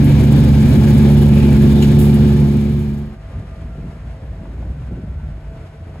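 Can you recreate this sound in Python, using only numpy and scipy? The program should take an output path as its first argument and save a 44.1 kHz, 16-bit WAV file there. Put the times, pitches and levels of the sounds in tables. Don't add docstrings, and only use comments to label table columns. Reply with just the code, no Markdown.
import sys
import numpy as np
from scipy import signal
from scipy.fft import rfft, irfft
from scipy.io import wavfile
from scipy.ndimage import uniform_filter1d, minimum_filter1d

SR = 44100
rng = np.random.default_rng(int(sys.argv[2]) if len(sys.argv) > 2 else 0)


def dump(signal):
    limited = np.clip(np.atleast_2d(signal).T, -1, 1)
    pcm = np.round(limited * 32767).astype(np.int16)
    wavfile.write(sys.argv[1], SR, pcm)


N = 264600
T = np.arange(N) / SR


def gain_of(db):
    return 10 ** (np.asarray(db) / 20)


def unit_rms(x):
    return x / np.sqrt(np.mean(x ** 2) + 1e-20)


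def automation(rows):
    times, *columns = np.transpose(rows)
    return [np.interp(T, times, column) for column in columns]


def eq_db(curve, hz):
    f, db = np.transpose(curve)
    return np.interp(np.log(hz + 1), np.log(f + 1), db)


def colour(x, curve):
    log_gain = np.log(gain_of(eq_db(curve, abs(np.fft.fftfreq(16384, 1 / SR)))))
    phase = -signal.hilbert(log_gain).imag
    impulse = np.fft.ifft(np.exp(log_gain + 1j * phase)).real[:4096]
    return unit_rms(signal.oaconvolve(x, impulse)[:N])


def noise():
    return rng.standard_normal(N)


def drift(hz):
    lowpass = signal.butter(2, hz, fs=SR / 20, output="sos")
    slow = signal.sosfilt(lowpass, rng.standard_normal(N // 20 + 2000))[1999:]
    return unit_rms(np.interp(T, np.arange(len(slow)) * 20 / SR, slow))


def wavering_tone(hz, width_hz):
    waver = 1 + 0.49 * drift(width_hz) + .6j * drift(width_hz)
    return unit_rms((waver * np.exp(2j * np.pi * hz * T)).real)


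def noise_band(hz, width_hz):
    bandpass = signal.butter(1, [hz - width_hz / 2, hz + width_hz / 2], "band", fs=SR, output="sos")
    return unit_rms(signal.sosfilt(bandpass, noise()))


# f/Hz, likeness/0-1, lead/turns
STEREO_IMAGE = [(60, 0.99, 0.0075), (288, 0.99, -0.067), (705, 1, -0.13), (1420, .35, -0.057),
                (2310, 0.64, -0.052), (3540, 0.13, -0.37), (4570, 0, -0.41), (5900, 1, -0.29),
                (6540, 0.93, -0.085), (7470, 0.66, -0.04), (8770, 1, .5), (9370, 1, .5),
                (10840, 0.87, 0.88), (11580, 0.9, -0.66), (13100, 0.8, 1.64), (14600, .99, 1.7),
                (15200, 0.7, 2)]
def stereo(source, pan_curve):
    hz = np.fft.rfftfreq(N, 1 / SR)
    f, likeness, lead = np.transpose(STEREO_IMAGE)
    likeness = np.clip(np.interp(hz, f, likeness), 0, 1)
    shift = np.exp(2j * np.pi * np.interp(hz, f, lead))
    left, second = rfft(source()), rfft(source())
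    right = likeness * left * shift + np.sqrt(1 - likeness ** 2) * second
    pan = gain_of(eq_db(pan_curve, hz) / 2)
    return irfft(np.array([left * pan, right / pan]), N)


# start level/dB, end level/dB, shift/turns
EXHAUST_ORDERS = [(-17, -15.5, 0.048), (-12, -12, 0), (-17.5, -12.5, 0), (-23, -40, 0), (-28.5, -23.5, .5),
                  (-46, -33.5, 0)]
def exhaust_note(firings, way_round, note_db):
    note = np.zeros(N)
    for order, (start_db, end_db, shift) in enumerate(EXHAUST_ORDERS, 1):
        end = gain_of(end_db) * np.exp(2j * np.pi * shift)
        blend = abs((1 - way_round) * gain_of(start_db) + way_round * end)
        level = np.sqrt(2) * blend * gain_of(note_db + 1.22 * drift(25.6))
        smear = 2.5 * order * (order - 1) / 2
        jitter = 0.069 * order * drift(26)
        note += level * np.cos(2 * np.pi * order * firings + smear + jitter)
    return note


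# f/Hz, width/Hz, level/dB
LOOSE_TONES = [(101.6, 4.6, -30), (117.4, 2.7, -20.5), (244.8, 5.9, -31), (497.6, 24, -39),
               (863, 10.3, -44.5)]
def loose_tones(noise_db):
    return gain_of(noise_db) * sum(gain_of(db) * wavering_tone(f, width) for f, width, db in LOOSE_TONES)


# f/Hz, level/dB
PIPE_EQ = [(25, -31), (45, -12), (62, -4), (105, -0.5), (135, -0.5), (190, -5), (250, -0.5), (290, -8.5),
           (330, -14), (365, -9), (410, -23.5), (460, -26), (520, -16.5), (650, -27), (900, -41.5),
           (2500, -92)]
def uneven_firings(gush, noise_db):
    return gain_of(-13 + noise_db) * colour(gush, PIPE_EQ)


# f/Hz, level/dB
CLATTER_EQ = [(300, -24), (470, -4.5), (520, -1), (620, -8.5), (870, -7.5), (1050, -14), (1630, -16.5),
              (2050, -19.5), (2430, -16.5), (2700, -27.5), (2850, -18.5), (3300, -18), (3650, -23),
              (3900, -19), (5200, -26), (5600, -27.5), (9000, -40.5)]
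def clatter(gush, noise_db):
    ticks_per_s = 3000
    ticks = gain_of(2.0 * rng.exponential(1, N)) * (rng.random(N) < ticks_per_s / SR) * noise()
    body = colour(gush + 0.18 * unit_rms(ticks), CLATTER_EQ)
    return gain_of(-31 + 0.66 * noise_db) * (body + panel_rattles())


# f/Hz, width/Hz, level/dB relative to the clatter
PANELS = [(1676, 140, -13), (2326, 300, -11), (2880, 200, -16.5), (3600, 230, -14.5), (4780, 1060, -18.5)]
def panel_rattles():
    return sum(gain_of(db + 2.5 * drift(2.24)) * noise_band(hz, width) for hz, width, db in PANELS)


# f/Hz, level/dB
HISS_EQ = [(2500, -60), (4500, -10), (5600, -2), (7300, 1.5), (8200, 2), (10500, 5), (12500, 3.5),
           (13500, -5), (16500, -2.5)]
def hiss(throb_db, noise_db):
    return gain_of(-41.5 + 0.76 * noise_db + throb_db) * colour(noise(), HISS_EQ)


# t/s, level/dB, t60/s
PUFF_CUES = [(0.042, -33, .15), (.7, -38, 0.14), (.98, -35, 0.089), (1.211, -38, 0.22), (1.618, -41, 0.099),
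             (1.988, -30, 0.46), (2.14, -34.5, 0.08)]
# f/Hz, level/dB
PUFF_EQ = [(3000, -44), (7000, -5.5), (10000, 4), (13500, 2), (16500, -12)]
def air_puffs():
    envelope = sum(gain_of(db - 60 * np.maximum(T - at_s, 0) / t60) * np.clip((T - at_s) / 0.0025, 0, 1)
                   for at_s, db, t60 in PUFF_CUES)
    return envelope * colour(noise(), PUFF_EQ)


# t/s, firing rate/Hz, listener's way round the car/0-1, note level/dB, noise level/dB
IDLE_LANES = [(0, 72.44, 0, -0.5, -2), (.15, 71.15, 0, 1, .5), (.4, 71.8, .45, 0, 0.5),
              (.6, 70.91, 0.69, -1.5, -1), (.8, 71.08, 0.85, 0, 3), (1.05, 71.51, 0.93, 1, 1.5),
              (1.35, 71.5, 1, 0, -.5), (1.55, 71.48, 1, -0.5, 0), (1.9, 71.8, 0.98, -0.5, -2),
              (2.25, 71.88, 0.96, -1.5, -4), (2.85, 71.6, 0.9, -1.3, -5.5)]
# f/Hz, left over right/dB
PIT_PAN = [(60, -2), (150, -0.5), (380, 3), (700, 3), (1300, 5), (2400, 1.5), (4400, 0), (15000, 0)]
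def racing_engine(valve_hz=24.5):
    firing_hz, way_round, note_db, noise_db = automation(IDLE_LANES)
    firings = np.cumsum(firing_hz * (1 + 0.0065 * drift(9.2))) / SR
    tones = exhaust_note(firings, np.clip(way_round, 0, 1), note_db) + loose_tones(noise_db)
    throb_db = 1.5 * np.cos(2 * np.pi * valve_hz * T) + 2.0 * drift(42)

    def grit():
        gush = (1 + 0.062 * np.cos(2 * np.pi * firings)) * noise()
        body = uneven_firings(gush, noise_db) + clatter(gush, noise_db)
        return body + hiss(throb_db, noise_db) + air_puffs()
    return stereo(lambda: tones, PIT_PAN) + stereo(grit, PIT_PAN)


# centre t/s, half-length/s, f/Hz, width/Hz, level/dB
BUZZ_CUE = (1.4, .16, 2480, 260, -38)
def panel_buzz():
    centre_s, half_s, hz, width, db = BUZZ_CUE
    swell = gain_of(db) * np.exp(-((T - centre_s) / half_s) ** 2)
    return stereo(lambda: swell * noise_band(hz, width), PIT_PAN)


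# f/Hz, level/dB, t60/s
PART_MODES = [(2600, -5, .035), (2830, 12, 0.058), (3160, 9, 0.041), (4000, 7, 0.051), (6800, 7, 0.058)]
def clink(at_s=1.821):
    age = np.maximum(T - at_s, 0)
    attack = gain_of(-31) * np.clip(age / 0.0068, 0, 1)
    ring = sum(gain_of(db - 60 * age / t60) * np.sin(2 * np.pi * hz * age) for hz, db, t60 in PART_MODES)
    scrape_eq = [(800, -28), (2500, 2), (7000, -12), (12000, -8), (16000, -25)]  # f/Hz, level/dB
    scrape_tail = 1.3 * gain_of(-60 * age / 0.24)

    def knock():
        return attack * (ring * (0.83 + .5 * drift(400)) + scrape_tail * colour(noise(), scrape_eq))
    return stereo(knock, PIT_PAN)


# centre t/s, half-length/s, rumble level/dB, flutter level/dB
GUST_CUES = [(3.368, 0.067, -29, -35.5), (3.64, .12, -34, -44), (3.843, 0.086, -31, -36.5),
             (4.1, 0.092, -37, -45.5), (4.29, 0.068, -33, -43), (4.448, 0.084, -37, -39),
             (4.694, 0.14, -29, -36), (4.957, 0.074, -31, -34), (5.102, 0.065, -29.5, -41.5),
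             (5.27, 0.089, -30, -43.5), (5.567, 0.093, -35, -47), (5.93, 0.096, -44, -44)]
# f/Hz, level/dB
RUMBLE_EQ = [(10, -36), (25, -14.5), (40, -4.5), (55, 2.5), (80, 2.5), (130, -5.5), (200, -15.5),
             (300, -31), (600, -80)]
# f/Hz, level/dB
FLUTTER_EQ = [(40, -22), (90, -18.5), (160, 4.5), (250, -3), (400, -11.5), (800, -26.5), (2000, -69)]
def wind(lull_rumble_db=-38, lull_flutter_db=-47):
    rumble_gain, flutter_gain = gain_of(lull_rumble_db), gain_of(lull_flutter_db)
    for centre_s, half_s, rumble_db, flutter_db in GUST_CUES:
        swell = np.exp(-((T - centre_s) / half_s) ** 2)
        rumble_gain += gain_of(rumble_db) * swell
        flutter_gain += gain_of(flutter_db) * swell
    rumble = colour(noise(), RUMBLE_EQ)
    rumble = unit_rms(rumble / uniform_filter1d(rumble ** 2, size=5000) ** 0.17)
    flutter = colour(gain_of(2.8 * drift(24.6)) * noise(), FLUTTER_EQ)
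    return rumble_gain * rumble + flutter_gain * flutter


# f/Hz, level/dB
TRAFFIC_EQ = [(150, -29.5), (350, -5), (650, 1), (800, -4.5), (1300, -9), (1600, -8.5), (2400, -13.5),
              (3500, -20), (5500, -26.5), (7000, -30), (10000, -27.5), (12000, -35), (16500, -60)]
# t/s, level/dB
TRAFFIC_FADER = [(3.2, -46), (4.2, -46), (5.2, -48), (5.6, -47), (6, -47.5)]
# f/Hz, left over right/dB
TRAFFIC_PAN = [(300, 1.5), (1300, 2.5), (2200, -1), (4000, -2.5), (8000, 0)]
def traffic():
    wash = stereo(lambda: colour(noise(), TRAFFIC_EQ), TRAFFIC_PAN)
    return wash * gain_of(automation(TRAFFIC_FADER)[0] + drift(11.3))


# f/Hz, width/Hz, level/dB, in t/s, out t/s
HUM_CUES = [(658, 6, -54, 2.6, 4.6), (658, 5, -52, 5.25, 6.3), (632, 6, -58, 4.5, 5.4),
            (1206, 5, -59, 2.6, 3.7), (1206, 5, -65, 3.6, 4), (1367, 5, -62, 3.4, 4.1),
            (1367, 5, -63, 4.7, 5.8), (534, 5, -57, 4.1, 5), (462, 6, -57, 3.5, 4.5),
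            (440, 9, -53, 5.4, 6.3), (880, 6, -64, 4.9, 5.5), (147, 5, -41, 2.6, 6.3),
            (85, 5, -37, 5.5, 6.3), (88, 5, -36, 5.8, 6.3), (1505, 25, -64, 4.4, 6.3)]
def far_hums(fade_s=0.15):
    out = np.zeros(N)
    for hz, width, db, in_s, out_s in HUM_CUES:
        fade = np.clip(np.minimum(T - in_s, out_s - T) / fade_s, 0, 1)
        out += gain_of(db) * wavering_tone(hz, width) * fade
    return out


# t/s, firing rate/Hz, level/dB
FAR_REVS = [(3.27, 50.2, -35), (4.2, 56.8, -37), (4.27, 56.7, -31.5), (4.42, 47.5, -37),
            (4.57, 57.14, -25.5), (4.87, 63.8, -28), (5.0, 61.4, -39), (5.17, 53.9, -37),
            (5.26, 52.16, -27.5), (5.41, 50.1, -36)]
def far_engine(out_s=5.6):
    firing_hz, db = automation(FAR_REVS)
    phase = 2 * np.pi * np.cumsum(firing_hz) / SR
    note = np.sin(phase) + 0.38 * np.sin(2 * phase)
    fade_out = np.clip((out_s - T) / 0.18, 0, 1)
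    return np.sqrt(2) * gain_of(db + 0.41 * drift(13)) * note * fade_out


# t/s, level/dB, lowest mode f/Hz, left over right/dB
TAP_CUES = [(4.065, -41, 604, 5), (4.232, -36, 625, 1), (4.452, -36, 940, 7), (4.622, -30, 697, 7),
            (5.952, -32, 606, 1)]
def taps(attack_s=0.0062, t60=.05):
    out = np.zeros((2, N))
    for at_s, db, hz, pan_db in TAP_CUES:
        age = np.maximum(T - at_s, 0)
        ring = sum(np.sin(2 * np.pi * ratio * hz * age) / ratio ** 2 for ratio in (1, 1.25, 1.55, 2.1))
        envelope = gain_of(-60 * age / t60) * np.clip(age / attack_s, 0, 1)
        out += gain_of([[db + pan_db / 2], [db - pan_db / 2]]) * ring * envelope
    return out


def scene():
    pit_lane = racing_engine() + panel_buzz() + clink()
    car_park = wind() + traffic() + far_hums() + far_engine() + taps()
    fade_start_s, fade_end_s = 2.25, 3.19
    crossfade = np.interp(T, (fade_start_s, fade_end_s), (0, 1))
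    return (1 - crossfade) * pit_lane + crossfade * car_park


def record(dry):
    threshold, window_samples, high_cut_hz = .86, 600, 15750
    peak = -minimum_filter1d(-abs(dry).max(0), size=window_samples)
    reduction = uniform_filter1d(np.maximum(peak / threshold, 1) ** .9, size=window_samples)
    high_cut = signal.firwin(511, high_cut_hz, window=("kaiser", 9), fs=SR)
    return signal.oaconvolve(dry / reduction, high_cut[None], "same")


dry = scene()
out = record(dry)
dump(out)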